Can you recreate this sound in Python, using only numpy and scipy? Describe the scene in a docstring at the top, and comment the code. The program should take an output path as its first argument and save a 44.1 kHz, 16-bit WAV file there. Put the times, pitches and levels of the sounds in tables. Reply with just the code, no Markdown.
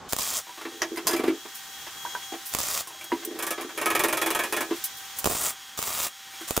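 """A welding arc makes short tack welds on a steel tube frame, one after another in quick succession. Each weld
starts with a few hard pops, then buzzes: shaped noise with a snap at every short of the wire. Between welds
parts knock on the bench, a tool taps the tubes in quick runs, fittings clank and gloves scuff: short contacts
set off ringing tones and bursts of noise. Behind it all the power source blows (noise in three ranges) and
whines (sines)."""
import sys
import numpy as np
from scipy import signal
from scipy.fft import rfft, irfft
from scipy.io import wavfile
from scipy.ndimage import uniform_filter1d

SR = 44100
rng = np.random.default_rng(int(sys.argv[2]) if len(sys.argv) > 2 else 0)


def level_to_linear(level):
    """Convert decibel levels to linear amplitude factors, elementwise."""
    exponent = np.asarray(level, float) / 20
    return 10 ** exponent


def transcribe(signal):
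    """Save signal, clipped to [-1, 1], as a 16-bit WAV file at the path in sys.argv[1]."""
    frames = np.atleast_2d(signal).T
    limited = np.clip(frames, -1, 1)
    pcm = np.round(limited * 32767).astype(np.int16)
    wavfile.write(sys.argv[1], SR, pcm)


N = 291060

# All levels are relative settings; the functions add their own gains.
# the welds: wire touches t/s, sputters for t/s, burns for t/s, sputter level/dB, arc level/dB
WELD_TIMES = [(0.092, 0.088, 0.21, -41, -37.5), (2.523, 0.064, 0.22, -38.5, -39),
              (5.168, 0.095, 0.24, -39.5, -36), (5.777, 0.051, 0.24, -35, -36), (6.478, .2, .1, -38, -40)]
# how each weld is coloured and placed: lifted band f/Hz, lift level/dB, # left over right below 3500 Hz
# level/dB, side level/dB, boom below about 1600 Hz level/dB
WELD_PLACES = [(6500, 6, -1.5, -6.5, 4), (5840, 3.5, 0.5, -6.5, 3), (8400, 3.5, -5, -7, 5),
               (7550, 0.5, 1.5, -2, 5.5), (8500, 4.5, -3.5, -6.5, 1)]
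# spectrum of the arc: f/Hz, level/dB
ARC_SPECTRUM = [(18, -109), (30, -10), (180, -10.5), (450, -8.5), (600, -3), (844, -3.5), (1160, 0),
                (1630, -7), (3500, -6), (5000, -6.5), (7500, -2.5), (9500, -6), (11200, -7), (13500, -6.5),
                (15800, 0), (17000, -10.5)]
# the wire shorts and blows clear: t/s, crack level/dB, push of air over the crack level/dB
WIRE_POPS = [(0.125, -9, -19), (0.1326, -5.5, -8.5), (0.1651, -11, -13.5), (0.1874, -8.5, -37),
             (0.195, -14, -11), (0.2086, -30, -23), (0.224, -32, -26), (0.398, -31, -37),
             (2.5307, -34, -31.5), (2.5385, -11, -18), (2.5492, -4.5, -11), (2.5665, -18, -26),
             (2.57, -21, -7), (2.587, -11, -14), (2.597, -20, -29), (2.6034, -13, -10.5), (2.619, -27, -26),
             (2.776, -11, -26), (5.1887, -31, -19), (5.2427, -16, -29), (5.244, -8, -11), (5.257, -6, -7),
             (5.262, -8.5, -2), (5.2726, -12.5, 3), (5.2982, -19, -3), (5.301, -16, -6), (5.306, -17, -6),
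             (5.3116, -15, -9), (5.3132, -20, -2), (5.316, -20, -5), (5.32, -16, -5), (5.323, -15, -10),
             (5.333, -17, -5), (5.351, -20.5, -0.5), (5.352, -24, -7), (5.776, -19, -18), (5.781, -19, -31),
             (5.79, -12, -7.5), (5.805, -23, -29), (5.8182, -17, -26), (5.827, -10, -25), (6.487, -18, -27),
             (6.508, -9, -4.5), (6.566, -8, -34), (6.569, -8, -34), (6.5767, -8, 0), (6.5966, -36, -20)]
# parts set down and nudged: t/s, bench level/dB, tubes over bench level/dB, tick over bench level/dB,
# favoured pitch f/Hz
PART_KNOCKS = [(0.47, -54, 17, 2, 966), (0.494, -56.5, 25, -7, 964), (0.576, -36, -6, -5, 1160),
               (0.613, -37, -1, 1, 1420), (0.652, -24, -9, -20, 1840), (0.737, -53, -23, -14, 1950),
               (0.819, -27, 11, 1, 1830), (0.916, -20.5, -33, -36, 1160), (.96, -44.5, 4, 16, 2040),
               (0.972, -26, -5, -5, 1063), (1.0698, -27, 8, 18.5, 1040), (1.0775, -52, 4, 12, 990),
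               (1.091, -45, 12, 15, 1490), (1.109, -34.5, 3, 14, 1690), (1.132, -13, -16, -9, 1250),
               (1.149, -40, -10, -8, 2040), (1.164, -38, 5, 14.5, 2300), (1.179, -56, -6, 8, 1530),
               (1.194, -12.5, -19, -19, 2200), (1.237, -11.5, -18.5, -17, 1040),
               (1.264, -23, -18, -19, 2300), (1.279, -4.5, -25.5, -26, 2210),
               (1.451, -30.5, -11.5, -13, 960), (1.866, -40.5, 0, -6, 1000), (2.05, -57.5, 30.5, 15, 964),
               (2.051, -55.5, 30.5, 8, 964), (2.061, -62, 30, 8, 1535), (2.150, -53, 31.5, 16, 964),
               (2.152, -61.5, 35.5, 8, 1530), (2.224, -62, 35, 8, 2190), (2.321, -24, -16.5, -26, 786),
               (2.337, -36.5, -3, -20, 790), (2.873, -48, 15, 22.5, 1040), (2.905, -53, 13, -1, 960),
               (2.944, -49, 3, 4, 1040), (3.012, -49, 11, 15, 2300), (3.042, -52, 9, 8, 1530),
               (3.1192, -45.5, 34.5, 2, 1920), (3.119, -48.5, 28.5, -2, 964),
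               (3.122, -13.5, -30, -31, 1160), (3.138, -47, -32, -9, 780), (3.226, -38, -4, -14, 1590),
               (3.272, -26, -34, -19, 1870), (3.309, -25, -19, -24, 830), (3.354, -28.5, -12, -18, 845),
               (3.579, -23.5, -8.5, -18, 890), (3.596, -27, -13, -19, 600), (3.645, -21.5, -27, -23, 1130),
               (3.693, -39, 4, -2, 1630), (4.709, -12, -19.5, -35, 1074), (6.335, -54, 11, 6, 2300),
               (6.409, -32.5, -8.5, -1, 1600)]
# tool on tube, in quick runs: t/s, tick level/dB, body level/dB
TOOL_TAPS = [(3.389, -21.5, -31), (3.425, -17, -30.5), (3.467, -17.5, -31), (3.5064, -15.5, -28),
             (3.6116, -26, -34), (3.7764, -21.5, -27.5), (3.814, -20, -25.5), (3.8584, -14, -20),
             (3.9027, -16.5, -22.5), (3.9506, -13.5, -19), (3.9938, -13, -21.5), (4.0371, -11, -18.5),
             (4.084, -17.5, -25), (4.127, -15, -22), (4.1714, -17.5, -25), (4.2157, -14, -22),
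             (4.2617, -15.5, -22.5), (4.3043, -15, -22), (4.3489, -15.5, -23.5), (4.3908, -17, -23),
             (4.4364, -19, -25.5), (4.525, -16, -22.5), (4.566, -18.5, -23.5), (4.6072, -18, -24.5)]
# ringing tones of the bench: f/Hz, level/dB, 60 dB decay t/s
BENCH_MODES = [(277, -2, 0.2), (334, 10, 0.125), (368, 4, 0.1), (420, -1, 0.1)]
# ringing tones of the tubes: f/Hz, level/dB, 60 dB decay t/s
TUBE_MODES = [(647, -7, 0.4), (722, -15, 0.091), (787, 7.5, 0.044), (964, 0.5, 0.073), (1040, -4, 0.058),
              (1160, 4.5, 0.099), (1310, -7, 0.34), (1330, -19, 0.17), (1406, -1, 0.079),
              (1540, 5.5, 0.043), (1690, -6.5, 0.15), (1738, 3.5, 0.046), (1870, 1, 0.015),
              (2040, 9, 0.042), (2202, -6, 0.037), (2300, 2, 0.064), (2600, -35, 0.11), (2660, 2, 0.081),
              (2980, -2, 0.098), (3340, -10, 0.072), (3650, -28, 0.05), (3740, -27, 0.057)]
# ringing tones of the short arm that the tool taps: f/Hz, level/dB, 60 dB decay t/s
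ARM_MODES = [(545, -11, .1), (605, -5, .08), (640, -5, .13), (711, -5, .12), (814, -6, .07), (905, -6, .06),
             (965, -6, .07), (1055, -3, .07), (1159, -4, .2), (1270, -6, .15), (1314, -10, .18),
             (1400, -8, .07), (1539, -5, .09), (1610, -8, .08), (1694, -5, .17), (1785, -2, .11),
             (1850, -3, .06), (2055, -12, .1), (2180, -6, .06), (2255, -1, .08), (2301, -6, .12),
             (2432, -9, .18), (2525, -13, .14), (2700, -10, .05), (3375, -8, .09)]
# spectrum of the bright tick of a blow: f/Hz, level/dB
TICK_SPECTRUM = [(1470, -70), (2500, -18), (3460, -6), (4880, -6.5), (5830, -3.5), (9890, -1), (16000, -5)]
# spectrum of the clatter after a blow: f/Hz, level/dB
CLATTER_SPECTRUM = [(180, -32), (300, -43), (330, 12.5), (492, -14), (622, 4), (2250, -7), (5000, -9.5),
                    (6500, -48), (11000, -120)]
# parts slide on the bench: start t/s, length t/s, level/dB
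BENCH_SLIDES = [(.72, 0.47, -47.5), (1.1, 0.23, -37), (3.27, 0.16, -43), (3.8, 0.87, -42.5)]
# loose fittings clank together: t/s, level/dB, favoured pitch f/Hz, shower 60 dB decay t/s,
# share of the free ringing time [1]
FITTING_CLANKS = [(0.8184, -5, 5650, 0.018, 1), (0.828, -21, 5900, 0.076, 0.18),
                  (.974, -27.5, 5050, .05, 0.49), (1.0706, -21, 5890, 0.031, 0.99),
                  (1.0747, -14.5, 5050, 0.074, 0.98), (1.078, -21, 6900, .07, 0.64),
                  (1.106, -25, 10200, 0.074, .5), (1.134, -18, 5170, 0.048, 0.47),
                  (1.167, -24, 5050, 0.043, .4), (4.708, -27, 3360, 0.032, 0.38)]
# ringing tones of the small fittings: f/Hz, level/dB, 60 dB decay t/s
FITTING_MODES = [(3360, -8.5, 0.12), (3600, -17, 0.3), (4350, -23, .03), (4890, -1, 0.062),
                 (5050, -7, 0.086), (5300, -16.5, 0.11), (5650, -7, 0.033), (5890, 0.5, 0.017),
                 (6260, -28, .03), (6500, -0.5, 0.13), (6900, -13, 0.048), (7500, -4, 0.084),
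                 (8320, -6, 0.069), (8500, -15, .1), (9570, -11, 0.072), (10200, -28, 0.041),
                 (11530, -9, 0.088)]
# gloves and sleeves: t/s, level/dB, 60 dB decay t/s
GLOVE_SCUFFS = [(1.546, -36, 0.19), (2.452, -34, 0.29), (3.04, -31.5, 0.037), (3.248, -23, 0.029),
                (4.7594, -39.5, 0.12), (4.838, -20.5, 0.084), (4.9694, -37, 0.14), (5.048, -45, 0.051),
                (5.185, -19.5, 0.047), (6.333, -45, 0.025), (6.407, -46, 0.22)]
# loudness curve of the machine: t/s, level/dB
MACHINE_LEVEL = [(.09, -53.5), (.45, -49), (.8, -49.5), (1.2, -51.5), (1.5, -47), (2.05, -43.5),
                 (2.45, -45.5), (2.88, -49), (3.15, -47), (3.4, -49.5), (4.5, -44), (4.75, -43.5),
                 (5.16, -45.5), (5.57, -48), (6.13, -52), (6.38, -45.5), (6.6, -47)]
# spectrum of the fan: f/Hz, level/dB
FAN_SPECTRUM = [(18, -73), (30, -22.5), (115, -18), (400, -19), (680, -21.5), (760, -11.5), (1200, -3),
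                (1800, -1.5), (2500, -4), (3300, 0.5), (3900, -3), (4500, -5), (6100, -5.5), (6700, -3.5),
                (7400, -6), (12000, -9), (16000, -2)]
# steady tones of the whine: f/Hz, level/dB
WHINE_TONES = [(782, -62), (1567, -65), (1868, -65.5), (3914, -67), (5600, -64), (9335, -66.5),
               (13065, -67.5)]
# a second whine with its octave comes and goes: start t/s, length t/s, level/dB
SINGING_TIMES = [(.2, 0.19, -47), (.48, 0.066, -53), (.68, 0.27, -51), (1.07, 0.11, -48), (1.35, 0.35, -51),
                 (1.74, 0.26, -48.5), (2.0, 0.15, -42.5), (2.22, 0.13, -43.5), (2.94, 0.19, -46.5),
                 (3.17, 0.13, -51.5), (3.4, 0.63, -49), (4.2, 0.26, -44), (4.55, 0.62, -51.5),
                 (5.5, 0.64, -51.5), (6.2, 0.11, -53.5), (6.4, 0.03, -46)]
# stereo width of arc, handling and machine: f/Hz, gain of the side signal level/dB
ARC_SIDE = [(60, 16), (240, -7.5), (950, 0), (3770, 0), (15000, -0.5)]
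HAND_SIDE = [(60, 13), (240, -20), (950, -19.5), (3770, -12), (15000, -7)]
MACHINE_SIDE = [(60, -9), (180, -15), (550, -11.5), (1650, -15), (4970, -6), (15000, -9.5)]
# stereo lean of arc, handling and machine: f/Hz, left over right level/dB
ARC_BALANCE = [(60, -3), (240, 0.5), (950, -3.5), (15000, 0.7)]
HAND_BALANCE = [(60, -0.02), (950, -0.83), (15000, -1)]
MACHINE_BALANCE = [(60, -2), (240, -1), (950, -0.5), (3770, -1), (15000, 2)]
# the stereo picture folds to the middle, then opens again: folded t/s, stays t/s, opening speed [dB/s]
STEREO_FOLDS = [(.36, 0.066, 116), (2.8, 0.046, 113), (5.45, 0.318, 3000), (5.948, .42, 600)]


def arc():
    """The wire sputters first; in the steady arc, droplets short it at a nearly even pace and each one snaps."""
    shorts_per_s, roar_hz, roar_t60_s, roar_db, roar_after_s = 560, 660, 0.02, -2, 0.028
    touch_db_per_s, break_db_per_s, grows_db_per_s, sag_db_per_s = 3000, 700, 9.5, 64
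    lift_width_hz, boom_fade_s = 3500, 0.046
    times = np.cumsum(np.exp(0.32 * rng.standard_normal(6000)) / shorts_per_s)
    sizes = level_to_linear(3.5 * rng.standard_normal(6000))
    inside = times < N / SR
    shorts = clicks(times[inside], sizes[inside])
    spits = dying(shorts, t60=0.002, rise_s=0.00003) * rng.standard_normal(N)
    snaps = colour(rms_one(spits - 0.7 * shorts) * level_to_linear(1.3 * drift(40)), ARC_SPECTRUM)
    hiss = colour(rng.standard_normal(N) * level_to_linear(0.39 * drift(38)), ARC_SPECTRUM)
    # the young arc gurgles in the gap between the tubes
    roar = rms_one(ring(shorts ** 2 * rng.standard_normal(N), roar_hz, roar_t60_s))
    t = np.arange(N) / SR
    cracks = pops()
    unsteady_db = drift(1.8)
    mid, side, lean_db = np.zeros((3, N))
    for weld, place in zip(WELD_TIMES, WELD_PLACES):
        touch_s, sputter_s, burn_s, sputter_db, arc_db = weld
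        hz, lift_db, left_db, side_db, boom_db = place
        steady_s = touch_s + sputter_s
        break_s = steady_s + burn_s
        steady = t > steady_s
        buzz = np.where(steady, level_to_linear(6.3) * snaps + level_to_linear(1.5) * hiss, hiss)
        edges_hz = [hz - lift_width_hz / 2, hz + lift_width_hz / 2]
        band = signal.sosfilt(signal.butter(1, edges_hz, "band", fs=SR, output="sos"), buzz)
        burning_db = arc_db + grows_db_per_s * (t - break_s)
        sputtering_db = sputter_db - sag_db_per_s * np.maximum(t - touch_s, 0)
        gate_db = held([(touch_s, sputter_s + burn_s, 0)], touch_db_per_s, break_db_per_s)
        level_db = np.where(steady, burning_db, sputtering_db) + gate_db
        # the boom is strongest around the moment the arc becomes steady
        swell_db = boom_db * np.exp(-((t - steady_s) / boom_fade_s) ** 2)
        low = passed(buzz, 1600, "low") + level_to_linear(roar_db) * roar * (t > steady_s + roar_after_s)
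        boom = (level_to_linear(swell_db) - 1) * low
        lit = (t > touch_s - 0.01) & (t < break_s + 0.1)
        coloured = buzz + (level_to_linear(lift_db) - 1) * band + boom
        sound = level_to_linear(level_db + unsteady_db) * coloured + cracks * lit
        mid = mid + sound
        side = side + level_to_linear(side_db) * sound
        lean_db[lit] = left_db
    out = placed(mid, side, ARC_SIDE, ARC_BALANCE)
    # each weld leans to one ear in its lower range
    return out + passed(out, 3500, "low") * (level_to_linear(lean_db / 2 * [[1], [-1]]) - 1)


def pops():
    """A sharp crack, a spit of noise, and a dip of pressure that recovers slowly."""
    s, crack_db, push_db = np.transpose(WIRE_POPS)
    crack = clicks(s, -level_to_linear(crack_db))
    spit = rng.standard_normal(N) * dying(np.abs(crack), t60=0.0084, rise_s=0.0001)
    push = clicks(s + 0.00047, level_to_linear(crack_db + push_db + 3.5))
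    recovery = level_to_linear(-39) * dying(np.roll(push, 50), t60=0.09, rise_s=0.0016)
    dip = recovery - ring(push, hz=540, t60=0.0044)
    return colour(level_to_linear(6) * crack + level_to_linear(-12.5) * spit, ARC_SPECTRUM) + dip


def handling():
    """Knocks, taps, slides, clanks and scuffs; the whole bench rumbles along."""
    out = knocks() + taps() + slides() + clanks()
    out += bench_shake(out)
    out += scuffs()
    return placed(out, out, HAND_SIDE, HAND_BALANCE)


def knocks():
    """Parts hit the bench; the more the tubes outweigh the bench, the clearer the favoured pitch."""
    s, bench_db, tube_db, tick_db, favoured_hz = np.transpose(PART_KNOCKS)
    favour_db = 15 + 0.75 * np.maximum(tube_db, 0)
    return struck(TUBE_MODES, 1.95, s, bench_db, bench_db + tube_db, bench_db + tick_db,
                  favoured_hz, favour_db, rattle_t60=0.082, clatter_db=12.0)


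def taps():
    """The tool rings a short arm, then lands a second time with a short dull knock."""
    rebound_s, rebound_db = 0.0065, 2.5
    s, tick_db, body_db = np.transpose(TOOL_TAPS)
    out = struck(ARM_MODES, 1.7, s, body_db - 1.5, body_db - 10.5, tick_db,
                 favoured_hz=2300, favour_db=1.5, rattle_t60=0.08, clatter_db=4.5)
    second_db = body_db + rebound_db + 3.6 * rng.standard_normal(len(s))
    return out + ring(clicks(s + rebound_s, level_to_linear(second_db)), hz=1300, t60=0.0012)


def struck(metal, uneven_db, s, bench_db, tube_db, tick_db, favoured_hz, favour_db, rattle_t60, clatter_db):
    """A blow thuds in the bench, rings metal near the favoured pitch most, rattles and ticks in the treble."""
    clear_share = 0.42   # the clearer the pitch, the less rattle, dB per dB
    out, thud = np.zeros(N), np.zeros(N)
    luck = rng.standard_normal((len(s), len(BENCH_MODES) + len(metal))).T
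    # many small contacts
    grit = rms_one(rng.standard_normal(N) * level_to_linear(5.5 * rng.standard_normal(N)))
    shudder = rng.standard_normal(N) * dying(clicks(s, level_to_linear(bench_db)), rattle_t60 * 1.3, rise_s=0.0057)
    for (hz, level_db, t60), chance in zip(BENCH_MODES, luck):
        blow = clicks(s + 0.0011, level_to_linear(bench_db + 2 * chance))
        thud += level_to_linear(level_db) * ring(level_to_linear(-17.5) * blow + level_to_linear(-46.5) * shudder, hz, t60)
    for (hz, level_db, t60), chance in zip(metal, luck[len(BENCH_MODES):]):
        octaves_off = np.abs(np.log2(hz / favoured_hz))
        away_db = -favour_db * np.minimum(octaves_off / 0.14, 1)
        mode_db = tube_db + level_db + away_db + uneven_db * chance
        strength = clicks(s, level_to_linear(mode_db))
        loose = clicks(s, level_to_linear(mode_db - clear_share * favour_db))
        rattle = grit * dying(loose, rattle_t60, rise_s=0.0048)   # loose contact keeps chattering
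        out += ring(level_to_linear(-16.5) * rattle + level_to_linear(-2.0) * strength, hz, t60)
    contacts = clicks(s, level_to_linear(tube_db - 1.014 * favour_db + clatter_db))
    out += colour(grit * dying(contacts, rattle_t60 * 1.73, rise_s=0.0012), CLATTER_SPECTRUM)
    tick = clicks(s, level_to_linear(tick_db))
    envelope = level_to_linear(-3.5) * dying(tick, t60=0.0037, rise_s=0.0001)
    envelope += level_to_linear(-13.0) * dying(tick, t60=0.022, rise_s=0.00086)
    envelope += level_to_linear(-10.0) * dying(tick, rattle_t60, rise_s=0.005)
    ticking = colour(rng.standard_normal(N) * envelope, TICK_SPECTRUM)
    # the bench top is too small to radiate deep tones
    thud = passed(passed(thud, 270, "high"), 500, "low")
    jolt = passed(clicks(s, level_to_linear(bench_db - 1.0)), 240, "low")   # the floor takes the blow
    return passed(out, 340, "high") + thud + jolt + ticking


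def slides():
    """Uneven friction keeps the bench modes sounding."""
    friction = rng.standard_normal(N) * level_to_linear(2.0 * drift(31))
    hum = sum(level_to_linear(level_db) * ring(friction, hz, t60) for hz, level_db, t60 in BENCH_MODES)
    level_db = held(BENCH_SLIDES, in_db_per_s=147, out_db_per_s=295)
    return level_to_linear(level_db) * rms_one(passed(hum, 308, "high"))


def clanks():
    """A short shower of contacts rings all the fittings, those near the favoured pitch most."""
    favour_db = 20.5
    grit = rms_one(rng.standard_normal(N) * level_to_linear(1.4 * rng.standard_normal(N)))
    luck = rng.standard_normal((len(FITTING_CLANKS), len(FITTING_MODES)))
    out = np.zeros(N)
    t = np.arange(int(0.4 * SR)) / SR
    for (s, level_db, favoured_hz, t60, free), chances in zip(FITTING_CLANKS, luck):
        start = int(s * SR)
        stop = start + len(t)
        shower = grit[start:stop] * level_to_linear(level_db - 60 * t / t60) * np.minimum(t / 0.00074, 1)
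        for (hz, mode_db, mode_t60), chance in zip(FITTING_MODES, chances):
            octaves_off = abs(np.log2(hz / favoured_hz))
            away_db = -favour_db * min(octaves_off / 0.19, 1)
            gain = level_to_linear(mode_db + away_db + 2 * chance - 23.0)
            out[start:stop] += ring(gain * shower, hz, free * mode_t60)
    return out


def bench_shake(work):
    """Work on the bench shakes its legs: low noise follows the loudness of the work."""
    shake_db, shake_s = -22, 0.044
    busy = np.sqrt(uniform_filter1d(work ** 2, int(shake_s * SR)) + 1e-12)
    rumble = passed(colour(rng.standard_normal(N), FAN_SPECTRUM), 700, "low")
    return level_to_linear(shake_db) * busy * rms_one(rumble)


def scuffs():
    """Gloves and sleeves rub: bright noise that flutters and dies away."""
    out = np.zeros(N)
    for at, level_db, t60 in GLOVE_SCUFFS:
        rub = dying(clicks([at], level_to_linear(level_db)), t60, rise_s=0.0037)
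        out += rub * np.diff(rng.standard_normal(N + 1)) * level_to_linear(2.0 * drift(52))
    return out


def machine():
    """The power source: fan noise and whines, both following one loudness curve in part."""
    t = np.arange(N) / SR
    before = t < 0.09   # until then the rumble is stronger and the rest weaker
    swing_db = np.interp(t, *np.transpose(MACHINE_LEVEL)) + 50   # around a usual -50 dB
    left_air, right_air = fan(swing_db, before), fan(swing_db, before)
    whine = whines(swing_db, before)
    return spread(left_air + whine, right_air + np.roll(whine, 40), MACHINE_SIDE, MACHINE_BALANCE)


def fan(swing_db, before):
    """Moving air: noise in three ranges, each with its own level and slow drift."""
    rumble_db = -64 + swing_db + 22 * before
    middle_db = -47.5 + 0.49 * swing_db - 3 * before
    hiss_db = -50 + swing_db - 13 * before
    air = colour(rng.standard_normal(N), FAN_SPECTRUM)
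    rumble = level_to_linear(rumble_db + 2.0 * drift(12)) * rms_one(passed(air, 700, "low"))
    middle = level_to_linear(middle_db + 0.9 * drift(8)) * rms_one(passed(air, [700, 7000], "band"))
    hiss = level_to_linear(hiss_db + 0.7 * drift(8)) * rms_one(passed(air, 7000, "high"))
    return rumble + middle + hiss


def whines(swing_db, before):
    """Steady tones that waver a little, and a second whine with its octave that comes and goes."""
    singing_hz, octave_db, edge_db_per_s, rest_db = 3280, -7.5, 413, -57
    treble_db = -13 * before
    whine_db = 3.5 + 0.76 * swing_db + treble_db
    t = np.arange(N) / SR + 0.001 * np.cumsum(drift(17.6)) / SR   # unsteady time bends the pitch
    out = np.zeros(N)
    for hz, level_db in WHINE_TONES:
        gain = level_to_linear(whine_db + level_db + 2.0 + 1.55 * drift(5.0))
        out += gain * np.sin(2 * np.pi * hz * t + 0.41 * drift(11))
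    turn = 2 * np.pi * singing_hz * t + 0.19 * drift(8.2)
    singing_db = np.maximum(held(SINGING_TIMES, edge_db_per_s, edge_db_per_s), rest_db) + treble_db
    singing = np.sin(turn) + level_to_linear(octave_db) * np.sin(2 * turn)
    return out + level_to_linear(singing_db + 1.0 + 2.0 * drift(21)) * singing


def placed(mid, side, width, leaning):
    """A near source: its tail fills the middle; its early echoes differ between the ears and shift as it moves."""
    turn = 1.06 * drift(2.46)
    echoes = np.cos(turn) * shop(side, t60=0.02) + np.sin(turn) * shop(side, t60=0.0096)
    echoes = passed(echoes, 150, "high")
    return spread(mid + level_to_linear(-9.5) * shop(mid, t60=0.095), echoes, width, leaning)


def shop(x, t60):
    """The room's diffuse tail: noise that dies away after each sound."""
    t = np.arange(int(0.3 * SR)) / SR
    tail = rng.standard_normal(len(t)) * level_to_linear(-60 * t / t60) * np.minimum(t / 0.001, 1)
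    return signal.oaconvolve(x, tail / np.sqrt(np.sum(tail ** 2)))[:N]


def spread(mid, side, width, leaning):
    """A middle and a side signal make left and right, which lean by frequency."""
    hz = np.maximum(np.fft.rfftfreq(N, 1 / SR), 1)
    lean_db = at_hz(leaning, hz) / 2
    m = rfft(mid)
    d = rfft(side) * amp_at(width, hz)
    left = irfft((m + d) * level_to_linear(lean_db), N)
    right = irfft((m - d) * level_to_linear(-lean_db), N)
    return np.array([left, right])


def folded(x):
    """The side signal sinks away during each fold, less so in the lowest bass and the top treble."""
    fold_db, fold_db_per_s, share_at_ends = 43, 310, 0.2
    folds = [held([(s, stay_s, fold_db)], fold_db_per_s, opens) for s, stay_s, opens in STEREO_FOLDS]
    depth_db = np.max(folds, axis=0).clip(0)
    mid, side = (x[0] + x[1]) / 2, (x[0] - x[1]) / 2
    top = signal.sosfiltfilt(signal.butter(4, 10000, "high", fs=SR, output="sos"), side)
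    bass = signal.sosfiltfilt(signal.butter(2, 400, "low", fs=SR, output="sos"), side)
    ends = top + bass
    side = level_to_linear(-depth_db) * (side - ends) + level_to_linear(-share_at_ends * depth_db) * ends
    return np.array([mid + side, mid - side])


def held(rows, in_db_per_s, out_db_per_s):
    """Level in dB of sounds that swell up to their start, hold for their length and fade."""
    t = np.arange(N) / SR
    levels = []
    for start, length, db in rows:
        early_s = np.maximum(start - t, 0)
        late_s = np.maximum(t - start - length, 0)
        levels.append(db - in_db_per_s * early_s - out_db_per_s * late_s)
    return np.max(levels, axis=0)


def clicks(times, gains):
    """Single samples at given moments."""
    out = np.zeros(N)
    places = np.round(np.asarray(times) * SR).astype(int)
    np.add.at(out, np.clip(places, 0, N - 1), gains)
    return out


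def dying(x, t60, rise_s):
    """Each click becomes an envelope that rises quickly and dies away."""
    fall, rise = level_to_linear(-60 / (t60 * SR)), np.exp(-1 / (rise_s * SR))
    decay = signal.lfilter([1], [1, -fall], x + 1e-18)
    return signal.lfilter([1 - rise], [1, -rise], decay)


def ring(x, hz, t60):
    """A unit click sets a dying sine that starts at height 1 ringing."""
    r, w = level_to_linear(-60 / (t60 * SR)), 2 * np.pi * hz / SR
    return signal.lfilter([0, np.sin(w)], [1, -2 * r * np.cos(w), r * r], x + 1e-18)


def drift(rate):
    """Slow chance of spread 1; a higher rate in Hz wanders faster."""
    knots_per_s = 400
    knots = rng.standard_normal(int(N / SR * knots_per_s) + 400)
    r = np.exp(-2 * np.pi * rate / knots_per_s)
    slow = rms_one(signal.lfilter([1], [1, -2 * r, r * r], knots)[398:])
    return np.interp(np.arange(N) * knots_per_s / SR, np.arange(len(slow)), slow)


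def colour(x, spectrum):
    """Weigh a signal by a spectrum with a causal (minimum-phase) filter."""
    hz = np.linspace(1, SR / 2, 2049)
    cepstrum = irfft(np.log(amp_at(spectrum, hz) + 1e-6))
    cepstrum[1:2048] *= 2   # fold the later half onto the earlier: no sound ahead of its cause
    cepstrum[2049:] = 0
    taps = irfft(np.exp(rfft(cepstrum)))[:2048]
    return signal.oaconvolve(x, taps / np.sqrt(np.sum(taps ** 2)))[:N]


def passed(x, hz, kind):
    """Butterworth low-, high- or band-pass."""
    return signal.sosfilt(signal.butter(4, hz, kind, fs=SR, output="sos"), x)


def amp_at(points, hz):
    """Gain of a (f/Hz, level/dB) table."""
    return level_to_linear(at_hz(points, hz))


def at_hz(points, hz):
    """Value of a table on a log-frequency axis."""
    table_hz, values = np.transpose(points)
    return np.interp(np.log(hz), np.log(table_hz), values)


def rms_one(x):
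    """Scale to rms 1."""
    return x / np.sqrt(np.mean(x ** 2) + 1e-20)


def scene():
    """The arc, the work of the hands and the machine."""
    return arc() + handling() + machine()


def roll_off(x):
    """The treble ends steeply here."""
    return signal.sosfilt(signal.butter(12, 16980, fs=SR, output="sos"), x)


def record(dry):
    """The stereo picture folds and the top treble is cut."""
    top_cut = signal.cheby2(12, 50, 16200, fs=SR, output="sos")
    mix = signal.sosfilt(top_cut, folded(dry))
    return roll_off(mix)


dry = scene()
out = record(dry)
transcribe(out)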